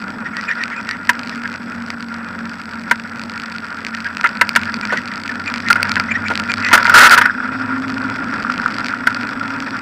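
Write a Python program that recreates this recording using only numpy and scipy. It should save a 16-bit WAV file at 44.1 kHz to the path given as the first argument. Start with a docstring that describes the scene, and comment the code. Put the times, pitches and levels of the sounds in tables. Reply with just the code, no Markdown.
"""Camera housing on a moving bicycle

A closed housing rides on a bicycle frame over paving slabs, drops off a kerb and rolls on asphalt.
The tyre drones below while frame vibration drives the housing's resonances. The mount squeaks by
stick-slip friction and a loose part ticks against the wall. Slab joints and the kerb cause knocks
and thuds; short, clean pings follow on the asphalt. The hardest jolts overload the input."""
import sys
import numpy as np
from scipy import signal
from scipy.io import wavfile

SR = 44100
rng = np.random.default_rng(int(sys.argv[2]) if len(sys.argv) > 2 else 0)


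def bounce(signal):
    """Save signal as a 16-bit WAV file at the path given by the first command-line argument."""
    frames = np.transpose(np.atleast_2d(signal))
    limited = np.clip(frames, -1, 1)
    pcm = np.round(limited * 32767).astype(np.int16)
    wavfile.write(sys.argv[1], SR, pcm)


N = 432621

# Tyre tones: time_s, upper_hz, upper_db, low_db, clear_share (0-1, of the upper tone's power)
TYRE_CURVE = [(0, 239.1, -30.5, -60, 0.56), (.7, 232.6, -37, -50, 0.35), (1.3, 237.3, -31, -48.5, 0.84),
              (2.4, 229.2, -31.5, -47.5, 0.94), (4.2, 225.5, -36.5, -50, 0.67),
              (4.8, 238, -30.5, -41.5, 0.18), (5.3, 240.2, -33, -46, 0.58), (6.25, 239.6, -30, -34.5, 0),
              (7.3, 252.4, -31, -40, 0.6), (7.8, 263.7, -24.5, -38, 0.84), (8.5, 268.4, -29, -43.5, 0),
              (9.81, 272, -30.5, -42.5, 0.51)]
# Spectrum of the road rumble: centre_hz, relative_density_db
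RUMBLE_BANDS = [(25, -15), (60, -11), (130, -1), (190, 2), (260, 9), (310, -5.5), (450, -6.5), (800, -7)]
# Frame vibration reaching the housing: time_s, level_db
SHAKE_CURVE = [(0, -29.5), (.5, -28), (1.05, -30), (3.1, -31), (4.2, -28.5), (4.65, -26.5), (4.92, -25.5),
               (5.1, -30), (5.9, -22), (6.06, -26), (6.58, -25), (6.66, -22.5), (6.9, -16.5), (6.96, -6.5),
               (7.2, -14.5), (7.33, -24), (8.03, -25), (8.6, -24), (9.81, -25)]
# Resonances of the housing: pitch_hz, bandwidth_hz, gain_db
HOUSING_MODES = [(516, 310, -12.5), (962, 39.4, 0), (1134, 135, -5), (1396, 106, 9), (1732, 510, -1),
                 (2185, 364, -5), (2494, 205, -8.5)]
# Its faint high resonances: pitch_hz, bandwidth_hz, gain_db
BUZZ_MODES = [(3390, 170, -20), (5010, 540, -21.5), (5670, 110, -21.5)]
# Squeaks of the mount: centre_s, pitch_hz, level_db, length_s
MOUNT_SQUEAKS = [(0.265, 1850, -18, 0.018), (0.385, 1887, -23, 0.046), (0.49, 2480, -19, 0.02),
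                 (0.514, 1840, -14, 0.032), (0.621, 1874, -19, 0.041), (0.73, 1707, -24.5, 0.031),
                 (0.777, 2440, -27, 0.044), (0.912, 1870, -23.5, 0.075), (1.335, 1790, -24, 0.02),
                 (1.456, 1593, -18.5, 0.016), (3.942, 1775, -19, 0.01), (4.065, 1613, -17, 0.025),
                 (4.694, 1650, -22, 0.018), (4.908, 1810, -18, 0.014), (4.933, 1470, -13.5, 0.023),
                 (4.978, 1910, -17, 0.027), (5.121, 1765, -22, 0.01), (5.298, 1760, -15, 0.011),
                 (5.479, 2530, -17.5, 0.025), (5.677, 1840, -21.5, 0.036), (6.093, 2020, -18, 0.0098),
                 (6.119, 2380, -12, 0.017), (6.157, 1812, -11, .02), (6.27, 2360, -20, 0.028),
                 (6.502, 2394, -15.5, 0.015), (6.653, 2510, -21, 0.041), (6.674, 1990, -16.5, 0.064),
                 (7.25, 1800, -17, 0.04)]
# Hollow thuds of the frame: start_s, peak_db, pitch_hz
FRAME_THUDS = [(4.924, -7, 406), (6.302, -11, 400), (6.73, 0, 333)]
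# Pings near the housing's main resonance: peak_s, peak_db, pitch_hz
HOUSING_PINGS = [(7.2987, -2, 1560), (7.307, -6, 1500), (7.351, -10, 1572), (7.404, -8, 1486),
                 (8.45, -5, 1368), (8.5, -5, 1380), (8.6, -6.5, 1500), (8.662, 1.5, 1390),
                 (8.939, -5, 1420)]
# Loud strikes of the loose part: start_s, strength_db
LOUD_STRIKES = [(0.3685, -14.5), (0.637, -11), (0.8906, -11.5), (0.9113, -13), (1.193, -16), (1.2735, -20),
                (1.295, -16), (1.9036, -13), (2.026, -20.5), (2.142, -21.5), (2.495, -22.5), (2.9978, -22),
                (3.2365, -19), (3.297, -19), (3.4191, -22.5), (3.8488, -15.5), (3.8666, -14), (3.949, -17),
                (4.004, -20), (4.17, -15), (4.2114, -13.5), (4.272, -16), (4.492, -6.5), (4.553, -11),
                (4.6343, -16), (4.742, -12.5), (4.812, -17), (4.8529, -13.5), (4.974, -13.5), (5.057, -20),
                (5.54, -11), (5.56, -16), (5.6858, -8.5), (5.729, -0.5), (5.8296, -1), (5.894, -10.5),
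                (5.9176, -7.5), (5.957, -9), (5.9986, -7), (6.2837, -13.5), (6.355, -11), (6.3759, -9),
                (6.3984, -8), (6.518, -10.5), (6.539, -8.5), (6.6482, -11.5), (6.687, -10.5), (6.83, -10),
                (6.869, -8), (7.096, -1), (7.9008, -20), (8.1, -19.5), (8.243, -23), (8.579, -16.5),
                (8.8058, -21), (8.8664, -15.5), (9.1465, -15), (9.603, -17)]
# Its light touches: time_s, strength_db
TOUCH_CURVE = [(0, -29.5), (.33, -42), (.4, -26.5), (.8, -31.5), (1.3, -28.5), (2.3, -35), (2.65, -29),
               (3.8, -27.5), (5.95, -24), (6.1, -31.5), (6.9, -19), (7.26, -38), (7.76, -32), (7.82, -27.5),
               (8.35, -27.5), (8.93, -20.5), (8.97, -34), (9.06, -39), (9.1, -25.5), (9.81, -29)]
# Resonances that it excites: pitch_hz, bandwidth_hz, gain_db
STRIKE_MODES = [(1356, 477, 5.5), (2418, 585, 6), (4586, 520, 3.5), (5750, 1260, -8), (7780, 900, -15)]
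# Jolts from the road: start_s, level_db, pitch_hz, push_s
JOLTS = [(1.092, -2.5, 1560, 0.0047), (2.9114, -4, 1560, 0.0042), (4.241, -8, 1380, 0.0068),
         (4.258, -12.5, 1660, 0.0039), (4.412, -3, 1550, 0.0029), (4.56, -2.5, 2110, 0.0042),
         (5.702, -3, 1390, 0.0071), (5.756, -8.5, 1350, 0.0062), (5.797, -14, 1410, 0.0041),
         (5.845, -19, 1310, 0.0043), (5.966, -12, 970, 0.0062), (6.001, -17, 1380, 0.005),
         (6.305, -16, 1410, 0.0069), (6.714, -11, 1860, 0.0053), (6.729, -1, 1285, 0.014),
         (6.751, -1.5, 1430, 0.0031), (6.776, -4.5, 1400, 0.0037), (6.798, -14.5, 1020, 0.0028),
         (6.853, -7, 1375, 0.0022), (6.877, -9, 1400, 0.0026), (6.895, -3.5, 1460, 0.0016),
         (6.94, -2, 1413, 0.03), (6.975, -0.5, 1335, 0.019), (7.003, -2, 1485, 0.021),
         (7.03, -2, 1317, 0.045), (7.108, -2.5, 1374, 0.041), (7.176, -3, 1480, 0.012),
         (7.213, -5, 1294, 0.0063), (7.255, -6.5, 1460, 0.003), (9.07, -5, 1440, 0.0032)]
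# Resonances that a jolt excites besides the housing's: pitch_hz, bandwidth_hz, gain_db
JOLT_MODES = [(944.7, 74, 4.5), (1790, 200, -10.5), (665, 480, -5.5), (2045, 330, 10)]


def amp(db):
    """Amplitude ratio of a level in decibels."""
    return 10 ** (np.asarray(db) / 20)


def unit_rms(x):
    """Normalisation to a root mean square of 1."""
    return x / np.sqrt(np.mean(x ** 2) + 1e-20)


def curves(rows):
    """Linear interpolation of each column over time, sample by sample."""
    times, *columns = np.transpose(rows)
    return [np.interp(np.arange(N) / SR, times, column) for column in columns]


def drift(rate_hz):
    """Random fluctuation: low-passed noise of rms 1."""
    pole = np.exp(-2 * np.pi * rate_hz / SR)
    return unit_rms(signal.lfilter([1], [1, -2 * pole, pole * pole], rng.standard_normal(N + SR))[SR:])


def resonate(x, hz, width_hz):
    """Response of a damped oscillator with unit gain at resonance."""
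    radius = np.exp(-np.pi * width_hz / SR)
    feedback = [1, -2 * radius * np.cos(2 * np.pi * hz / SR), radius ** 2]
    return signal.lfilter(np.array([1, 0, -1]) * (1 - radius ** 2) / 2, feedback, x)


def modal_sum(x, modes):
    """Superposition of modes with alternating signs."""
    return sum((-1) ** k * amp(db) * resonate(x, hz, width) for k, (hz, width, db) in enumerate(modes))


def wall(x, cutoff_hz=3200):
    """Transmission loss: the housing wall passes little above the cutoff."""
    return signal.sosfilt(signal.butter(2, cutoff_hz, fs=SR, output="sos"), x)


def wavering_tone(hz, spread_hz, steady=0):
    """Random modulation spreads a tone into a narrow band around an optional steady carrier."""
    phase = 2 * np.pi * np.cumsum(hz) / SR
    return unit_rms((steady + drift(spread_hz)) * np.cos(phase) + drift(spread_hz) * np.sin(phase))


def electronics():
    """The electronic noise floor: broadband hiss and a thin, wavering whine."""
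    whine_hz = 7850 + 25.3 * drift(50.5)
    hiss = unit_rms(resonate(rng.standard_normal(N), 8000, 14000))
    whine = amp(-58 + 0.76 * drift(40)) * np.sin(2 * np.pi * np.cumsum(whine_hz) / SR)
    return amp(-67) * hiss + whine


def road_rumble():
    """Random excitation by the road: adjoining bands of low noise."""
    hz, band_db = np.transpose(RUMBLE_BANDS)
    edges = np.r_[hz[0] * .7, np.sqrt(hz[1:] * hz[:-1]), hz[-1] * 1.4]
    rumble = np.zeros(N)
    for low_hz, high_hz, db in zip(edges, edges[1:], band_db):
        band = signal.butter(2, [low_hz, high_hz], "band", fs=SR, output="sos")
        rumble += amp(db) * signal.sosfilt(band, rng.standard_normal(N))
    return unit_rms(rumble)


def tyre_drone():
    """Rolling noise: three tones in constant ratio rise together with speed, over road rumble."""
    upper_hz, upper_db, low_db, clear = curves(TYRE_CURVE)
    line = wavering_tone(upper_hz, spread_hz=4, steady=2.5)
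    skirt = wavering_tone(.93 * upper_hz, spread_hz=24.7)
    upper = np.sqrt(clear) * line + np.sqrt(1 - clear) * skirt
    middle = wavering_tone(4 / 5 * upper_hz, spread_hz=2.5)
    low = wavering_tone(2 / 5 * upper_hz, spread_hz=6, steady=1.2)
    tones = amp(upper_db) * upper + amp(upper_db - 12.5) * middle + amp(low_db) * low
    rumble_db = -36.5 + 0.6 * (upper_db + 36.5) - 3.5 * clear   # sinks when the upper tone is clear
    return tones + road_rumble() * amp(rumble_db + 2 * drift(13))


def housing_vibration(shake_db):
    """Forced vibration: lumpy road noise drives the housing's modes; the high buzz comes in patches."""
    lumps = amp(np.minimum(2.9 * drift(27) + 3.1 * drift(135), 5))
    body = wall(modal_sum(lumps * rng.standard_normal(N), HOUSING_MODES))
    patches = np.sqrt(lumps) * amp(3.3 * drift(30))
    buzz = modal_sum(patches * rng.standard_normal(N), BUZZ_MODES)
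    return amp(shake_db) * unit_rms(body + buzz)


def mount_squeaks(shake_db):
    """Stick-slip friction: brief swelling tones slide a little in pitch, wrapped in scratch."""
    t, out = np.arange(N) / SR, np.zeros(N)
    slide = 1 + 0.0292 * drift(90)
    roughness = amp(np.clip(2 * drift(150), -6, 3))
    grit = rng.standard_normal(N)
    scratch = amp(-3) * unit_rms(resonate(resonate(grit, 1830, 600), 1830, 600))
    # Faint squeaks fall at random up to the kerb, weaker where the ride is smooth.
    kerb_s, faint_length_s = 6.7, 0.017
    when, pitch, softness = rng.random((70, 3)).T
    faint_s = .1 + (kerb_s - .1) * when
    rubbing_db = np.minimum(2 * shake_db[(faint_s * SR).astype(int)] + 28, -21)
    faint = zip(faint_s, 1700 + 660 * pitch, rubbing_db - 17 * softness)
    for centre_s, hz, db, length_s in MOUNT_SQUEAKS + [(*row, faint_length_s) for row in faint]:
        near = slice(round((centre_s - .09) * SR), round((centre_s + .09) * SR))
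        swell = np.exp(-(2 * (t[near] - centre_s) / length_s) ** 2)
        phase = 2 * np.pi * np.cumsum(hz * slide[near]) / SR
        tone = np.sin(phase) + 0.066 * (np.sin(2 * phase) / 2 + np.sin(3 * phase))
        out[near] += amp(db) * (swell * tone + np.sqrt(swell) * scratch[near] / 2)
    return out * roughness


def frame_thuds():
    """Heavy damping: a soft blow rings a broad, low resonance of the frame."""
    out, t = np.zeros(N), np.arange(SR // 10) / SR
    for start_s, db, hz in FRAME_THUDS:
        push = rng.standard_normal(len(t)) * amp(-540 * t)
        thud = resonate(resonate(push, hz, 680), hz, 2100)
        at = round(start_s * SR)
        out[at:at + len(t)] += amp(db) * thud / np.abs(thud).max()
    return out


def housing_pings():
    """A single-mode transient: a soft bump swells one tone, which then decays exponentially."""
    rise_s, fall_s = 0.0016, 0.00094
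    out, t = np.zeros(N + SR), np.arange(-400, 900) / SR
    swell = np.exp(-np.where(t < 0, (t / rise_s) ** 2, t / fall_s))
    for peak_s, db, hz in HOUSING_PINGS:
        at = round((peak_s + t[0]) * SR)
        out[at:at + len(t)] += amp(db) * swell * np.sin(2 * np.pi * hz * t)
    return out[:N]


def loose_part_impulses():
    """Rattling contact: a swinging part lands loud strikes, near-periodic light touches and strays."""
    swing_hz, jitter_s, strays_per_s = 49.26, .0012, 30
    loud_s, loud_db = np.transpose(LOUD_STRIKES)
    touch_db, = curves(TOUCH_CURVE)
    impulses, bounds = np.zeros(N), np.r_[0, loud_s, N / SR]
    touch_s = np.concatenate([np.linspace(a, b, max(round((b - a) * swing_hz), 1), endpoint=False)[1:]
                              for a, b in zip(bounds, bounds[1:])])
    timing, force = rng.standard_normal((600, 2))[:len(touch_s)].T
    at = np.clip((touch_s + jitter_s * timing) * SR, 0, N - 1).astype(int)
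    impulses[at] = amp(touch_db[at] + 5.7 * np.clip(force, -3, 1.2))
    strays = rng.random(N) < strays_per_s * amp(4 * drift(8)) / SR   # the rate wanders, so they cluster
    impulses += strays * amp(touch_db - 6 + 6 * np.clip(rng.standard_normal(N), -2, 2))
    impulses[(loud_s * SR).astype(int)] = amp(loud_db)
    return impulses


def loose_part_ticks():
    """Impact excitation: each contact snaps, grates briefly and rings the housing."""
    impulses = loose_part_impulses()
    grate_s = 0.0014
    grate_envelope = signal.lfilter([0, .09], [1, -np.exp(-1 / (grate_s * SR))], impulses)
    force = impulses + grate_envelope * rng.standard_normal(N)
    # Every strike lands elsewhere, so each mode gets a strength of its own.
    ring = sum((-1) ** k * resonate(force * amp(db + drift(69)) + 1e-18, hz, width)
               for k, (hz, width, db) in enumerate(STRIKE_MODES))
    snap = resonate(impulses ** 0.85 + 1e-18, 7000, 6300)
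    return amp(-6) * snap + amp(21.5) * wall(ring, cutoff_hz=11000)


def road_knocks():
    """Shock excitation: each jolt pushes briefly, favours one pitch and stirs the housing's modes."""
    attack_s, release_db_per_s, main_mode_hz = 0.00023, 1870, HOUSING_MODES[3][0]
    out, t = np.zeros(N + SR), np.arange(SR // 6) / SR
    chatter = amp(-15.5 - 400 * t)   # small parts keep moving a little longer
    for start_s, db, hz, push_s in JOLTS:
        noise = rng.standard_normal(len(t))
        envelope = (1 - np.exp(-t / attack_s)) * amp(-np.maximum(t - push_s, 0) * release_db_per_s)
        push = noise * envelope
        force = push + noise * chatter
        force[0] += 6   # the first contact is one sharp blow
        tone_gain = 12.9 / (1 + ((hz - main_mode_hz) / 135) ** 2)   # cleanest near the main resonance
        tone = tone_gain * resonate(force, hz, 75)
        ring = wall(tone + modal_sum(force, JOLT_MODES) + 2.4 * modal_sum(force, HOUSING_MODES[1:]))
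        push_samples = round(max(push_s, .003) * SR) + 60
        ring /= np.sqrt(np.mean(ring[:push_samples] ** 2))
        crash = (resonate(push, 5500, 8000) + 9 * resonate(push, 2870, 1730)
                 + 2.7 * resonate(push, 4870, 360))
        at = round(start_s * SR)
        out[at:at + len(t)] += amp(db) * (ring + amp(-17.5 + 2.3 * db) * crash)   # harder is brighter
    return out[:N]


def scene():
    """Superposition: all sources add at one microphone inside the housing."""
    shake_db, = curves(SHAKE_CURVE)
    transients = (road_knocks() + housing_pings() + mount_squeaks(shake_db)
                  + frame_thuds() + loose_part_ticks())
    background = housing_vibration(shake_db) + tyre_drone() + electronics()
    return (background + transients)[None]


def record(dry):
    """Saturation: the input limits hard near full scale, then a steep low-pass cuts the top."""
    ceiling, cutoff_hz = .96, 15500
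    lowpass = signal.ellip(10, .1, 80, cutoff_hz, fs=SR, output="sos")
    return signal.sosfilt(lowpass, np.clip(dry, -ceiling, ceiling))


dry = scene()
out = record(dry)
bounce(out)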